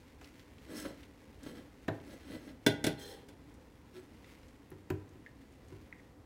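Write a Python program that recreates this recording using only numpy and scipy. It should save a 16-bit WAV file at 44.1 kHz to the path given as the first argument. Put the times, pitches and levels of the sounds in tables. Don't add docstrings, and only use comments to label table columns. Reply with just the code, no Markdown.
import sys
import numpy as np
from scipy import signal
from scipy.fft import rfft, irfft
from scipy.io import wavfile

SR = 44100
rng = np.random.default_rng(int(sys.argv[2]) if len(sys.argv) > 2 else 0)


def waveform_to_disk(signal):
    frames = np.transpose(np.atleast_2d(signal))
    scaled = np.clip(frames, -1, 1) * 32767
    samples = np.round(scaled).astype(np.int16)
    wavfile.write(sys.argv[1], SR, samples)


N = 275625

# pitch_hz, level_db, t60_s
COUNTER_MODES = [(116.6, -12, 0.28), (157.5, -5, 0.2), (226, -20, 0.34), (251, 1, 0.039), (290.7, 1, 0.34),
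                 (353, -10.5, 0.2), (418.4, 0, 0.14), (505.6, -5.5, 0.17), (610, -8, 0.075),
                 (645, -7, 0.14), (814, -19.5, 0.48), (919, -12, 0.19)]
# frequency_hz, level_db, t60_s
THUD_BANDS = [(40, -30, 0.17), (105, 7.5, 0.21), (192, 4, 0.094), (300, -7, 0.57), (550, -7, 0.29),
              (970, -1, 0.04), (1670, -1.5, 0.074), (2220, -21, 0.08), (4140, -14.5, 0.05),
              (7000, -43, 0.042)]
# frequency_hz, level_db, t60_s
SNAP_BANDS = [(500, -6, 0.026), (1620, 1.5, 0.042), (2780, -3.5, 0.056), (4100, -19, 0.037),
              (7100, -8.5, 0.013), (8800, -29, 0.06), (12900, -17, 0.041), (15900, -30, .02)]


def undb(db):
    return 10 ** (np.asarray(db) / 20)


def unit(x):
    return x / np.sqrt(np.mean(x ** 2))


def seconds():
    return np.arange(SR * 2 // 3) / SR


def add(out, start_s, sound):
    i = int(start_s * SR)
    out[i:i + len(sound)] += sound[:N - i]


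def at_hz(hz, table, column=1):
    table = np.array(table)
    return np.interp(np.log(hz + 1e-9), np.log(table[:, 0]), table[:, column])


def tint(x, spectrum, peaks=(), peak_db=0):
    hz = np.fft.rfftfreq(len(x), 1 / SR)
    lift = sum(undb(db + peak_db) ** 2 / (1 + (2 * (hz - f) / width) ** 2) for f, width, db in peaks)
    return irfft(rfft(x) * undb(at_hz(hz, spectrum)) * np.sqrt(1 + lift), len(x))


def wander(per_s):
    knots = rng.standard_normal(N // 50)
    return np.interp(np.arange(N) / SR * per_s, np.arange(len(knots)), knots)


def grains(per_s, spread_db):
    hit = rng.random(N) < per_s / SR
    return unit(hit * rng.choice([-1, 1], N) * undb(spread_db * np.minimum(rng.exponential(size=N), 4)))


def ring(modes, split=0):
    t, out = seconds(), 0
    for k, (hz, db, t60) in enumerate(modes):
        offset_hz = hz * split * (rng.random() + .5)
        pair = np.sin(2 * np.pi * hz * t) * np.cos(2 * np.pi * offset_hz * t)
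        out = out + (-1) ** k * undb(db) * pair * np.exp(-np.log(1000) * t / t60)
    return out


def burst(bands, count=18):
    t, out = seconds(), 0
    noise = rfft(unit(tint(rng.standard_normal(len(t)), bands)))
    hz, centres = np.fft.rfftfreq(len(t), 1 / SR), np.geomspace(50, 16000, count)
    for centre, weights in zip(centres, np.eye(count)):
        band = irfft(noise * np.interp(hz, centres, weights), len(t))
        out = out + band * np.exp(-np.log(1000) * t / at_hz(centre, bands, column=2))
    return out


def stroke(peak_s, rise_s, fall_s, shape=1.38):
    t = np.arange(N) / SR - peak_s
    return np.exp(-np.abs(t / np.where(t < 0, rise_s, fall_s)) ** shape)


def background():
    # frequency_hz, level_db
    murmur = [(15, -44), (25, -13.5), (64, 4.5), (140, -4), (173, -6.5), (281, -2), (378, -17), (523, -9),
              (582, -16), (848, -16.5), (1110, -20), (1620, -24.5), (1950, -22), (2120, -27.5),
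              (15500, -43)]
    # centre_hz, width_hz, level_db
    basin = [(297, 50, 1.0), (395, 81, 8.0), (490, 16.5, -27.0), (976, 190, -0.5)]
    air = unit(tint(rng.standard_normal(N), murmur, basin, peak_db=-0.5))
    return air * undb(.8 * wander(per_s=6) - 57)


def room(x, wet_db=-9, build_s=0.0017):
    # frequency_hz, level_db, t60_s
    bands = [(97, -2, 0.39), (300, -9, 0.51), (920, -4.5, 0.42), (2090, -9.5, 0.45),
             (5000, -7, 0.27), (15000, -3, 0.17)]
    tail = burst(bands) * swell(build_s)
    return x + undb(wet_db) * signal.fftconvolve(x, tail / np.linalg.norm(tail))[:N]


def gloves(creep_db=-68.5, settle_db_per_s=1.0, rest_s=6, fade_s=.12):
    # peak_s, rise_s, fall_s, level_db
    regrips = [(0.25, 0.029, 0.043, -63), (0.41, 0.053, 0.017, -62.5), (1.0, 0.018, 0.07, -66),
               (2.22, 0.23, 0.3, -69.5), (4.3, 0.12, 0.16, -66.5), (5.78, 0.17, 0.24, -70.5)]
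    # frequency_hz, level_db
    rubber = [(400, -20), (1100, -3.5), (2100, 3), (3200, -3.5), (5000, -7.5), (8000, -12.5),
              (15000, -17.5)]
    t = np.arange(N) / SR
    creep = undb(creep_db - settle_db_per_s * t) * np.exp(-np.maximum(t - rest_s, 0) / fade_s)
    grip_power = sum((undb(db) * stroke(*timing)) ** 2 for *timing, db in regrips)
    crackle = unit(tint(grains(per_s=2200, spread_db=3.2), rubber))
    return crackle * undb(2 * wander(per_s=24)) * np.sqrt(creep ** 2 + grip_power)


def tick(db, hz, width_hz, fade_s):
    t = seconds()
    crack = rng.standard_normal(len(t)) * np.exp(-t / fade_s)
    resonance = signal.iirpeak(hz, hz / width_hz, fs=SR)
    click = unit(signal.lfilter(*resonance, signal.lfilter(*resonance, crack)))
    return undb(db) * click * np.sqrt(fade_s / (2 * t[-1]))


def ticks():
    # start_s, level_db, centre_hz
    peels = [(0.244, -52, 3600), (0.395, -57.5, 2850), (0.582, -57.5, 2600), (1.032, -53, 2240),
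             (1.432, -55, 7150), (2.001, -58.5, 2500), (3.541, -65, 7000), (4.244, -55, 2200),
             (4.432, -61, 2480), (4.483, -63, 4940), (5.091, -66, 6000), (5.523, -69, 7000),
             (5.683, -62.5, 5260)]
    # start_s, level_db
    valve_clicks = [(4.703, -57), (4.902, -48)]
    # start_s, level_db
    spits = [(5.262, -43.5), (5.926, -41), (5.995, -52)]
    out = np.zeros(N)
    for start_s, db, hz in peels:
        add(out, start_s, tick(db, hz, width_hz=0.99 * hz, fade_s=0.005))
    for start_s, db in valve_clicks:
        add(out, start_s, tick(db, hz=12500, width_hz=7000, fade_s=0.0027))
    for start_s, db in spits:
        add(out, start_s, tick(db, hz=1840, width_hz=500, fade_s=0.0039))
    return out


def grit(whistle_db=-12):
    # centre_hz, width_hz, level_db
    resonances = [(5410, 210, 6.5), (6340, 320, 4), (7810, 90, 2.5), (8160, 110, 1.5), (9500, 910, 3),
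                  (11140, 190, -2.5), (13200, 300, -5), (14700, 250, -11)]
    # frequency_hz, level_db
    hiss = [(3000, 1.5), (5000, 2.5), (9000, -1), (12000, -2.5), (16000, -1.5)]
    scratch, whistles = grains(per_s=2200, spread_db=2.2), 0
    for hz, width_hz, db in resonances:
        whistle = unit(signal.lfilter(*signal.iirpeak(hz, hz / width_hz, fs=SR), scratch))
        whistles = whistles + undb(db + whistle_db + 4 * wander(per_s=35)) * whistle
    return unit(unit(tint(scratch, hiss)) + whistles)


def rim_drag(jerks, slips, hiss, start_s=2.965, attack_s=0.032, hold_s=0.083, release_s=0.1):
    # centre_hz, width_hz, level_db
    rim = [(417, 62, 9), (495.6, 36, -7), (790, 15, 0.5), (1920, 40, -4), (3195, 36, 2), (3220, 25, 3),
           (3490, 55, -1), (4130, 26, 2.5)]
    # frequency_hz, level_db
    groan_spectrum = [(70, -26), (180, -16), (260, -12), (350, -14), (500, -4.5), (650, -13), (850, -7),
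                      (1100, -19), (2000, -50)]
    # frequency_hz, level_db
    scrape_spectrum = [(600, -30), (1100, -12), (1700, 5.5), (2400, -8.5), (4300, 0.5), (6000, -39)]
    t = np.arange(N) / SR - start_s
    onset = np.clip(t / attack_s, 0, 1)
    slowing_s = np.maximum(t - attack_s - hold_s, 0)
    speed = onset * np.exp(-(slowing_s / release_s) ** 2)
    lingering = onset * np.exp(-(slowing_s / 0.14) ** 2)
    groan = undb(-50.5) * unit(tint(jerks, groan_spectrum, rim, peak_db=15))
    scrape = undb(-54.5) * unit(tint(slips, scrape_spectrum, rim, peak_db=15))
    return lingering * groan + speed * scrape + speed ** 2.1 * undb(-55) * hiss


def slides(rumble_lag_s=0.0058):
    # peak_s, rise_s, fall_s, rumble_db, scrape_db, hiss_db
    shoves = [(0.725, 0.036, 0.048, -43.5, -58.5, -74), (0.795, 0.054, 0.05, -51.5, -52.5, -49),
              (0.855, 0.023, 0.055, -41, -53.5, -67), (1.473, 0.037, 0.04, -41.5, -53, -59),
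              (1.575, 0.052, 0.041, -46, -59.5, -67), (2.135, 0.065, 0.023, -45.5, -58.5, -63),
              (2.345, 0.087, 0.038, -42.5, -54.5, -63.5), (2.483, 0.066, 0.033, -49, -60.5, -68.5),
              (3.962, 0.017, 0.041, -51, -57, -63)]
    # frequency_hz, level_db
    rumble_spectrum = [(60, -11.5), (120, -9), (210, 0), (290, 6), (380, -7), (560, -7.5), (720, -19.5),
                       (850, -19.5), (1100, -35), (2000, -54)]
    # frequency_hz, level_db
    scrape_spectrum = [(500, -14), (1000, 1.5), (1700, 4.5), (2400, 0.5), (4300, 0), (6000, -18)]
    # centre_hz, width_hz, level_db
    base = [(1330, 15, 2.5), (1660, 90, -3), (1990, 23, 3.5), (3166, 30, 1.5), (3490, 85, -29),
            (4120, 37, 0)]
    jerks, slips, hiss = grains(per_s=770, spread_db=2), grains(per_s=1000, spread_db=2), grit()
    rumble = unit(tint(jerks, rumble_spectrum))
    scrape = unit(tint(slips, scrape_spectrum, base, peak_db=8.5))
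    out = rim_drag(jerks, slips, hiss)
    for peak_s, rise_s, fall_s, rumble_db, scrape_db, hiss_db in shoves:
        out += stroke(peak_s, rise_s, fall_s) * (undb(scrape_db) * scrape + undb(hiss_db) * hiss)
        out += stroke(peak_s + rumble_lag_s, rise_s, fall_s) * undb(rumble_db) * rumble
    return out * undb(1.37 * wander(per_s=90) - 2)


def judder(start_s=3.928, length_s=.1, hz=362, db=-46.5):
    progress = np.clip((np.arange(N) / SR - start_s) / length_s, 0, 1)
    pitch_hz = hz * (1 + .025 * wander(per_s=80))
    return undb(db) * np.sin(np.pi * progress) ** 2 * np.sin(2 * np.pi * np.cumsum(pitch_hz) / SR)


def swell(rise_s):
    return 1 - np.exp(-(seconds() / rise_s) ** 2)


def flex(hz, lag_s=0.006):
    cycles = (seconds() - lag_s) * hz
    return -np.cos(2 * np.pi * cycles) * np.exp(-(cycles / .75) ** 2)


def pumps():
    # start_s, body_db, push_s, flex_db, snap_db
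    plunges = [(4.716, -46, 0.0037, -50, -60), (4.9023, -30, 0.0039, -26.5, -40),
               (5.153, -53.5, 0.0044, -53, -91), (5.719, -44, 0.0079, -44.5, -87)]
    # pitch_hz, level_db, t60_s
    pressed_modes = [(95.9, -6, 0.47), (112, -20, 0.23), (143.4, -1.5, 0.17), (309, -15, 0.44),
                     (370, 7, 0.085), (375, -5, 0.034), (412.4, -8.5, 0.29), (785, -7.5, 0.048),
                     (1000, -9, 0.06)]
    out = np.zeros(N)
    for start_s, body_db, push_s, flex_db, snap_db in plunges:
        body = undb(body_db) * swell(push_s) * (ring(pressed_modes) + undb(-8.5) * burst(THUD_BANDS))
        bend = undb(flex_db) * flex(hz=309, lag_s=0.00805)
        add(out, start_s, body + bend + undb(snap_db) * burst(SNAP_BANDS))
    return out


def bumps(note_t60_s=0.11):
    # start_s, push_s, flex_db, boom_db, note_hz, note_db, thud_db, snap_db
    landings = [(0.213, 0.0023, -74, -62, 728, -58, -54, -53),
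                (0.847, 0.0063, -42, -52.5, 556, -34, -37.5, -77),
                (1.881, 0.0025, -27, -38, 649, -30, -29, -42.5)]
    out = np.zeros(N)
    for start_s, push_s, flex_db, boom_db, note_hz, note_db, thud_db, snap_db in landings:
        note = ring([(note_hz, note_db, note_t60_s)])
        body = note + undb(thud_db) * burst(THUD_BANDS) + undb(boom_db) * ring(COUNTER_MODES)
        snap = undb(snap_db) * burst(SNAP_BANDS)
        add(out, start_s, snap + swell(push_s) * body + undb(flex_db) * flex(hz=264))
    return out


def knocks():
    # start_s, flex_db, boom_db, ring_db, clack_db, cutoff_hz
    blows = [(2.664, -17.5, -25, -28, -25.5, 9300), (2.8413, -26, -34.5, -40, -28.5, 10900),
             (2.8668, -24, -32, -40.5, -30.5, 14000), (3.2862, -49, -58, -66, -55, 12000)]
    # pitch_hz, level_db, t60_s
    shell_modes = [(1462, -5, 0.34), (1568, 1.5, 0.1), (1560, -27, .07), (1850, -14.5, 0.27),
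                   (1994, -10, 0.39), (2107, -5, 0.068), (2234, 0, 0.061), (2720, -12, 0.13),
                   (2800, -10, 0.18), (3110, -9, 0.17), (3311, -9, 0.25), (3453, 1, 0.11), (3563, -2, 0.17),
                   (3990, -3.5, 0.12), (4140, -7, 0.086), (5000, -2.5, 0.023), (5600, 3, 0.029),
                   (6380, -6, 0.085), (7700, -13, 0.042), (8160, -12, .13), (9070, -14, 0.1),
                   (11100, -5.5, 0.092), (14700, 2, 0.06)]
    # frequency_hz, level_db, t60_s
    clack_bands = [(25, -23, 0.2), (80, 1, 0.48), (280, 11.5, 0.19), (630, 5.5, 0.2), (1180, -10, 0.13),
                   (1620, 3, 0.072), (3840, -7, 0.19), (6430, -2, 0.026), (10000, -4, 0.08),
                   (15800, -15.5, 0.049)]
    out = np.zeros(N)
    for start_s, flex_db, boom_db, ring_db, clack_db, cutoff_hz in blows:
        metal = undb(ring_db) * ring(shell_modes, split=0.003) + undb(clack_db) * burst(clack_bands)
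        softened = signal.lfilter(*signal.butter(1, cutoff_hz, fs=SR), metal)
        counter = undb(flex_db) * flex(hz=270) + undb(boom_db) * ring(COUNTER_MODES)
        add(out, start_s, softened + counter)
    return out


def scene(bass_cut_hz=37):
    bottle = slides() + judder() + knocks() + bumps() + pumps()
    bottle = signal.sosfilt(signal.butter(1, bass_cut_hz, "high", fs=SR, output="sos"), bottle)
    return (background() + room(bottle + gloves() + ticks()))[None]


def record(dry):
    return signal.sosfilt(signal.ellip(10, .2, 80, 15850, fs=SR, output="sos"), dry)


dry = scene()
out = record(dry)
waveform_to_disk(out)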